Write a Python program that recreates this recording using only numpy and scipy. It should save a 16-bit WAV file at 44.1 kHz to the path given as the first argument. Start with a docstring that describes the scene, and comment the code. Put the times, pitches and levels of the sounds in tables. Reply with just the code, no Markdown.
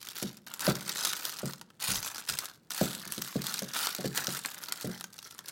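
"""A stiff sheet of baking paper is pressed by two hands into a glass dish, close to the microphone.
Its facets buckle as filtered noise bursts with short modes: sharp snaps over swarms of small crackles.
Sliding on the glass adds hiss, made of noise with drifting resonances. The dish knocks on a hollow worktop
as a sum of decaying modes, and fingertips pad on it as swells of low noise.
Weak early echoes and a decaying noise tail form the small kitchen, over faint steady air noise."""
import sys
import numpy as np
from scipy import signal
from scipy.fft import rfft, irfft, next_fast_len
from scipy.io import wavfile
from scipy.ndimage import uniform_filter1d, map_coordinates

SR = 44100
rng = np.random.default_rng(int(sys.argv[2]) if len(sys.argv) > 2 else 0)


def store_pcm(level_fs):
    """Save levels as 16-bit WAV."""
    pcm = np.round(np.clip(level_fs, -1, 1) * 32767).astype(np.int16)
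    wavfile.write(sys.argv[1], SR, np.atleast_2d(pcm).T)


N = 242991  # length in samples

# spectrum of a sharp crack in the paper: f/Hz, relative level/dB per Hz
CRACK_SPECTRUM = [(60, -66), (300, -17), (1000, -11.5), (1500, -10.5), (2300, -9), (3300, -2), (4300, 0.5),
                  (6000, -1.5), (8000, -4.5), (11500, -6), (14000, -3), (15500, -6.5)]
# spectrum of a flapping panel of paper: f/Hz, relative level/dB per Hz
FLAP_SPECTRUM = [(30, -44), (90, -27), (150, -12), (300, -9), (500, -12), (800, -7), (1100, -6), (1400, 2),
                 (1750, -4), (2300, -8.5), (4000, -12), (9000, -64)]


def amp(db):
    """Level to amplitude: 20 dB is a factor of ten."""
    return 10 ** (np.asarray(db) / 20)


def unit(x):
    """Normalisation to an rms of 1, that is, unit mean power."""
    return x / np.sqrt(np.mean(x ** 2) + 1e-20)


def along(points, hz):
    """Interpolation of (f/Hz, value) points on a logarithmic frequency axis."""
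    f, value = np.transpose(points)
    return np.interp(np.log(hz + 1), np.log(f), value)


def wobble(rate):
    """Spline interpolation of Gaussian knots, rate of them a second: a smooth random curve."""
    knots = rng.standard_normal(int(N * rate / SR) + 4)
    return map_coordinates(knots, [np.arange(N) * rate / SR])


def add(track, s, sound):
    """Superposition: mix a sound into the track at time s."""
    part = track[max(round(s * SR), 0):][:len(sound)]
    part += sound[:len(part)]


def coloured(x, spectrum):
    """Minimum-phase filtering: folding the cepstrum makes the given spectrum causal."""
    m = 2 * next_fast_len(len(x))
    cepstrum = irfft(np.log(amp(along(spectrum, np.fft.rfftfreq(m, 1 / SR)))))
    cepstrum[1:m // 2] *= 2
    cepstrum[m // 2 + 1:] = 0
    return irfft(rfft(x, m) * np.exp(rfft(cepstrum)))[:len(x)]


def noise(spectrum):
    """Spectral shaping of white noise, to an rms of 1."""
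    return unit(coloured(rng.standard_normal(N), spectrum))


def dying(t60s, size, order):
    """Frequency-dependent damping: noise whose bands each lose 60 dB in their own t60."""
    hz, t, z = signal.stft(rng.standard_normal(size), SR, nperseg=order)
    z = z * amp(-60 * t / along(t60s, hz)[:, None])
    return signal.istft(z, SR, nperseg=order)[1][:size]


def handling():
    """Addition of powers: pushes swell and release over resting hands; gives crackle dB, flex dB, sliding."""
    # resting hands that keep the sheet crackling: start/s, end/s, crackle level/dB
    hold_rows = [(0, 0.302, -52), (.464, 0.552, -50.5), (.597, 1.502, -48), (1.795, 2.203, -48),
                 (2.27, 2.456, -49.5), (2.706, 4.954, -50), (5.125, 5.51, -57.5)]
    # pushes that fold the sheet into the dish: start t/s, length/s, crackle level at the end/dB,
    # flexing over crackle/dB, release/dB per s, sliding share (0-1)
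    push_rows = [(0.146, 0.078, -41.5, -14, 253, 0.4), (.597, 0.11, -33.5, -2, 900, 0.26),
                 (0.848, 0.041, -35, -10.5, 157, 0.04), (0.957, 0.11, -32.5, -9, 137, 0),
                 (1.219, 0.036, -34, -11, 227, 0.02), (1.408, .05, -49.5, 0.5, 130, .1),
                 (1.809, .1, -30.5, -10, 139, 0), (2.026, 0.025, -39, -8.5, 148, 0),
                 (2.137, 0.044, -48, -2, 300, 0.4), (2.269, 0.022, -33, -12.5, 172, 0),
                 (2.399, 0.049, -44.5, -2.5, 256, 0), (2.701, 0.11, -35, -8, 109, 0.48),
                 (3.105, 0.026, -43, -15.5, 136, 0.3), (3.198, 0.077, -44, -20, 28, 0.38),
                 (3.434, 0.066, -37.5, -8.5, 120, 0.62), (3.734, .027, -29.5, -9, 118, 0),
                 (3.785, 0.063, -35.5, -3, 149, 0.4), (4.037, 0.021, -40.5, -3, 350, 0),
                 (4.144, .045, -32.5, -4, 211, 0), (4.251, 0.095, -38.5, -7.5, 170, 0.3),
                 (4.436, 0.022, -42, -4.5, 246, 0.3), (4.798, .03, -49.5, -5.5, 67, 0.6),
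                 (5.222, 0.034, -48, -6.5, 241, 0.2), (5.438, 0.048, -46, -11.5, 100, 0)]
    onset_s, swell_db = 0.0043, 8  # each push catches the sheet at once, then swells to its end
    settle_db_per_s = 199  # the sheet calms down once the hands lift
    rest_db = -81  # left alone, it still creeps
    hold_flex_db = -3.5  # wide panels against fine crackle under resting hands
    t = np.arange(N) / SR

    def catch(start):
        return np.clip((t - start) / onset_s, 0, 1)

    crackle = amp(rest_db) ** 2
    for start, end, db in hold_rows:
        level_db = db - settle_db_per_s * np.maximum(t - end, 0)
        crackle = crackle + catch(start) * amp(level_db) ** 2
    flex, slide = crackle * amp(hold_flex_db) ** 2, 0
    for start, length, db, flex_db, release, sliding in push_rows:
        to_go = np.clip(1 - (t - start) / length, 0, 1)
        since_end = np.maximum(t - start - length, 0)
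        power = catch(start) * amp(db - swell_db * to_go - release * since_end) ** 2
        crackle = crackle + power
        flex = flex + power * amp(flex_db) ** 2
        slide = slide + power * np.clip(sliding, 0, 1)
    return 10 * np.log10(crackle), 10 * np.log10(flex), slide / crackle


def facet(spectrum, click_db, click_s, vary_db, size=2048, count=9):
    """Impulsive excitation of a plate: one buckle of energy 1, a click and the ring of random modes."""
    # decay of a paper facet: f/Hz, t60/s
    facet_t60 = [(300, 0.13), (1400, 0.027), (3500, 0.022), (8000, 0.058), (15000, 0.0039)]
    t = np.arange(size) / SR
    click = 1 + amp(click_db) * np.exp(-t / click_s)
    burst = dying(facet_t60, size=size, order=64) * click
    hz = np.exp(rng.uniform(np.log(900), np.log(12000), (count, 1)))
    t60 = 0.028 * (hz / 1500) ** -.4  # higher modes die sooner
    modes = np.sqrt(hz / 1500) * amp(-60 * t / t60) * np.sin(2 * np.pi * hz * t)
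    varied = [(f, db + vary_db * rng.standard_normal()) for f, db in spectrum]
    sound = coloured(burst + amp(-7.5) * modes.sum(0), varied)
    return sound / np.linalg.norm(sound)


def snaps(creases, count=3):
    """Snap-through buckling: quick pops around a main crack, and a flap of the panel beside it."""
    crack_gain_db, pop_gain_db, flap_gain_db = 10.5, -3, 19  # added to each row's levels
    out = np.zeros(N)
    for s, crack_db, flap_db in creases:
        crack = facet(CRACK_SPECTRUM, click_db=16.5, click_s=0.00069, vary_db=4.0)
        add(out, s + 0.001004, amp(crack_db + crack_gain_db) * crack)
        for lag in rng.uniform(0, .006, count):
            pop_db = crack_db + pop_gain_db + rng.normal(0, 3.0)
            pop = facet(CRACK_SPECTRUM, click_db=14.5, click_s=0.00051, vary_db=0.5)
            add(out, s + lag, amp(pop_db) * pop)
        flap = facet(FLAP_SPECTRUM, click_db=1, click_s=0.0013, vary_db=1.0)
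        add(out, s + 0.00154, amp(flap_db + flap_gain_db) * flap)
    return out


def main_creases():
    """Snap-through instability: the creases that stand out of the rustle, as rows for snaps()."""
    # onset t/s, relative crack level/dB, relative flap level/dB
    return [(0.0704, -28, -64), (0.0864, -25, -63), (0.1544, -27.5, -61), (0.2274, -19, -47),
            (0.3696, -34.5, -64), (0.473, -33, -48), (0.5382, -22, -40), (0.5937, -23.5, -42),
            (0.606, -20.5, -42), (0.6664, -14, -29), (0.7532, -21, -38), (0.8934, -19, -33),
            (0.9569, -24, -32), (0.9884, -26, -35.5), (1.049, -11.5, -34.5), (1.0695, -20, -32),
            (1.1313, -17.5, -28), (1.2519, -16, -37.5), (1.3385, -29.5, -53), (1.4563, -24, -48),
            (1.5335, -25, -45), (1.6123, -30, -40), (1.702, -45, -49), (1.9565, -16.5, -47),
            (2.1455, -25.5, -47), (2.297, -17, -45), (2.387, -13.5, -47), (2.5451, -45, -66),
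            (2.7051, -22, -35.5), (2.9492, -21.5, -51), (3.1211, -17, -40), (3.179, -23.5, -44),
            (3.2196, -17, -40), (3.4184, -23.5, -53), (3.4665, -17, -51), (3.5401, -16, -35),
            (3.5907, -17.5, -38.5), (3.6212, -24.5, -38), (3.7353, -23, -39), (3.8696, -14, -24.5),
            (3.9486, -17.5, -39), (4.1752, -12.5, -39), (4.269, -15, -31.5), (4.3478, -22.5, -35),
            (4.4481, -26, -27.5), (4.4581, -17, -35), (4.6367, -23.5, -43), (4.6849, -26, -36),
            (4.7218, -14.5, -32), (4.81, -25.5, -44), (5.009, -24.5, -38.5), (5.0404, -23, -36.5),
            (5.1885, -27, -49), (5.3894, -25.5, -43.5), (5.4829, -24.5, -48)]


def stray_creases(crackle_db):
    """Poisson process: lesser creases pop at random, as hard as the sheet is worked; rows for snaps()."""
    rate_per_s = 26
    rise_db, spread_db, top_db = 18.5, 2, -24  # rise over the crackle, scatter, ceiling
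    flap_db = -19  # flap against crack
    at = np.flatnonzero(rng.random(N) < rate_per_s / SR)
    size_db = np.minimum(crackle_db + rise_db + spread_db * rng.standard_normal(N), top_db)
    return [(i / SR, size_db[i], size_db[i] + flap_db) for i in at]


def swarm(spectrum, level_db, rate, spread_db, clump_db, click_db, count=110):
    """Inhomogeneous Poisson process: small buckles in avalanches, more of them under harder work."""
    flow = amp(.45 * (level_db - level_db.max()) + clump_db * wobble(110))
    flow *= rate / flow.mean()  # buckles per second
    at = np.flatnonzero(rng.random(N) < flow / SR)
    sizes = unit(amp(spread_db * np.minimum(rng.exponential(size=N)[at], 2.5)))
    # dividing out the local rate lets the summed power follow level_db
    sizes *= (amp(level_db) * np.sqrt(SR / uniform_filter1d(flow, size=1024)))[at]
    facets = np.array([facet(spectrum, click_db, click_s=0.0004, vary_db=4.5) for _ in range(count)])
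    # the fold travels over the sheet, so only a few facets are at work at one time
    nearby = at * count / N + 1.2 * rng.standard_normal(N)[at]
    which = np.floor(nearby).astype(int) % count
    samples = at[:, None] + np.arange(facets.shape[1])
    return np.bincount(samples.ravel(), (sizes[:, None] * facets[which]).ravel(), N)[:N]


def sliding_noise(spectrum, patchy_db):
    """Friction noise of rms 1: the sheet keeps changing shape, so its resonances come and go."""
    z = signal.stft(noise(spectrum), nperseg=512)[2]
    field = uniform_filter1d(rng.standard_normal(z.shape), size=5, axis=0)  # smooth over frequency
    field = uniform_filter1d(field, size=9, axis=1)  # and over time
    return unit(signal.istft(z * amp(patchy_db * unit(field)), nperseg=512)[1][:N])


def rustle(crackle_db, flex_db, sliding):
    """Buckling against friction: crackle and flexing panels, which sliding turns partly into hiss."""
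    hiss_db, scrape_db = -11, -10.5  # friction against crackle and against flexing
    slide_rise_db = 13.5  # rise of the friction in a full slide
    crackle = swarm(CRACK_SPECTRUM, crackle_db - .2, rate=400, spread_db=6, clump_db=3.5, click_db=11.5)
    flex = swarm(FLAP_SPECTRUM, flex_db, rate=190, spread_db=3.5, clump_db=4, click_db=5.5)
    grip_db = 2.6 * wobble(160) + slide_rise_db * sliding
    hiss = amp(crackle_db + hiss_db + grip_db) * sliding_noise(CRACK_SPECTRUM, patchy_db=3.0)
    scrape = amp(flex_db + scrape_db + grip_db) * sliding_noise(FLAP_SPECTRUM, patchy_db=6.0)
    return amp(-3 * sliding) * (crackle + flex) + hiss + scrape


def knocks():
    """Modal synthesis: a brief clunk rings dish and worktop, and hard knocks reach the upper modes."""
    # the dish rocks onto the worktop: t/s, relative level/dB, hardness as relative upper-mode level/dB
    knock_rows = [(0.223, -25.5, -7.5), (0.676, -16.5, -2), (1.43, -24.5, -7.5), (2.811, -17.5, -0.5),
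                  (3.066, -40.5, -15.5), (3.176, -32, -9.5), (3.355, -21, -7), (3.618, -30, -3),
                  (3.986, -30.5, -1), (4.043, -23.5, -5), (4.28, -30, -3.5), (4.843, -25.5, -7),
                  (4.889, -31.5, -7.5)]
    # modes of the dish on the worktop: f/Hz, relative level/dB, t60/s
    dish_modes = [(77, -11.5, 0.19), (127.5, -14.5, 0.42), (140.8, -4, 0.32), (180.75, -4.5, 0.39),
                  (202.5, 1.5, 0.21), (228.3, -6, 0.3), (255, -7, 0.18), (275.7, -1, 0.095),
                  (294.5, -11, 0.3), (347.6, -8, 0.19), (364.4, -10.5, 0.2), (417.6, -10, 0.19),
                  (459, -13.5, 0.19), (513, -24, 0.26), (537.6, -12.5, 0.14), (600, -31, 0.15),
                  (607, -12.5, 0.12), (620.6, -18, 0.15), (723, -14, 0.13), (803, -28, 0.37)]
    out, t = np.zeros(N), np.arange(SR // 2) / SR
    hz, mode_db, t60 = np.transpose(dish_modes)[:, :, None]
    upper = np.clip((hz - 300) / 280, 0, 1)
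    for s, db, hard_db in knock_rows:
        strength = mode_db + upper * (hard_db + 7.0) + 2 * rng.standard_normal(hz.shape)
        # the hands shift the upper modes
        loaded_hz = hz * (1 + 0.014 * upper * rng.standard_normal(hz.shape))
        phase = (0.81 + upper) * rng.standard_normal(hz.shape)
        modes = amp(strength - 60 * t / t60) * np.cos(2 * np.pi * loaded_hz * t + phase)
        ring = np.sum(modes, axis=0)
        ring *= 1 - np.exp(-t / 0.0021)  # the heavy worktop takes a moment to swing
        clunk_hz = 586 + 14 * hard_db
        clunk = amp(hard_db + 7 - 60 * t / 0.021) * np.sin(2 * np.pi * clunk_hz * t)
        clunk *= 1 - np.exp(-t / 0.0013)
        add(out, s + 0.0018, amp(db) * (amp(-20.0) * unit(ring) + clunk))
    # the knocks carry no deep bass
    return signal.sosfilt(signal.butter(3, 90, "high", fs=SR, output="sos"), out)


def presses():
    """Soft contact excites only low frequencies: fingertips land on the lined glass with a dull swell."""
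    # pushes of the fingers: start t/s, level/dB, length (twice the rise time)/s
    press_rows = [(0.659, -47, 0.046), (1.883, -38.5, 0.046), (1.964, -51.5, 0.058), (2.298, -45.5, 0.045),
                  (4.208, -57, 0.024)]
    # spectrum of a soft pad: f/Hz, relative level/dB per Hz
    pad_spectrum = [(20, -28), (45, -8.5), (80, -12), (135, -1), (195, -7.5), (260, -18.5), (500, -20),
                    (1500, -87)]
    t, push = np.arange(N) / SR, np.zeros(N)
    for s, db, length in press_rows:
        u = np.maximum(t - s, 0) / (length / 2)
        push += amp(db) * u * np.exp(1 - u)  # peaks at u = 1
    return push * noise(pad_spectrum)


def kitchen(x, walls_db, tail_db, count=10):
    """Room response by convolution: near surfaces throw back weak copies, then the room dies away."""
    # reverberation of the kitchen: f/Hz, t60/s
    room_t60 = [(150, 0.87), (1000, 0.43), (4500, 0.25), (8000, 0.17), (15000, 0.13)]
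    tail = dying(room_t60, size=SR // 2, order=256)
    delayed = np.pad(tail / np.linalg.norm(tail), (SR // 200, 0))  # starts after 5 ms
    response = amp(tail_db) * delayed
    for s, strength in zip(rng.uniform(.002, 0.016, count), rng.standard_normal(count)):
        add(response, s, [amp(walls_db) * strength])
    return signal.fftconvolve(x, response)[:N]


def room_air():
    """Stationary background noise: the faint, steady air of the quiet room."""
    # spectrum of the air: f/Hz, relative level/dB per Hz
    air_spectrum = [(20, -26), (60, -8), (150, 5.5), (300, -1.5), (1000, -16), (4000, -27), (8000, -26),
                    (15000, -38)]
    return amp(-65.5) * noise(air_spectrum)


def scene():
    """Superposition of direct paper and dish, their room response and the air."""
    crackle_db, flex_db, sliding = handling()
    paper = rustle(crackle_db, flex_db, sliding)
    paper = paper + snaps(main_creases()) + snaps(stray_creases(crackle_db))
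    dish = knocks() + presses()
    room = kitchen(paper + 0.8 * dish, walls_db=-47, tail_db=-17.0)
    return (paper + dish + room + room_air())[None]


def record(dry):
    """Band limitation: nothing passes at or above the limit."""
    top_hz = 16050
    m = next_fast_len(N + SR // 2)
    passes = np.fft.rfftfreq(m, 1 / SR) < top_hz
    return irfft(rfft(dry, m) * passes, m)[:, :N]


dry = scene()
out = record(dry)
store_pcm(out)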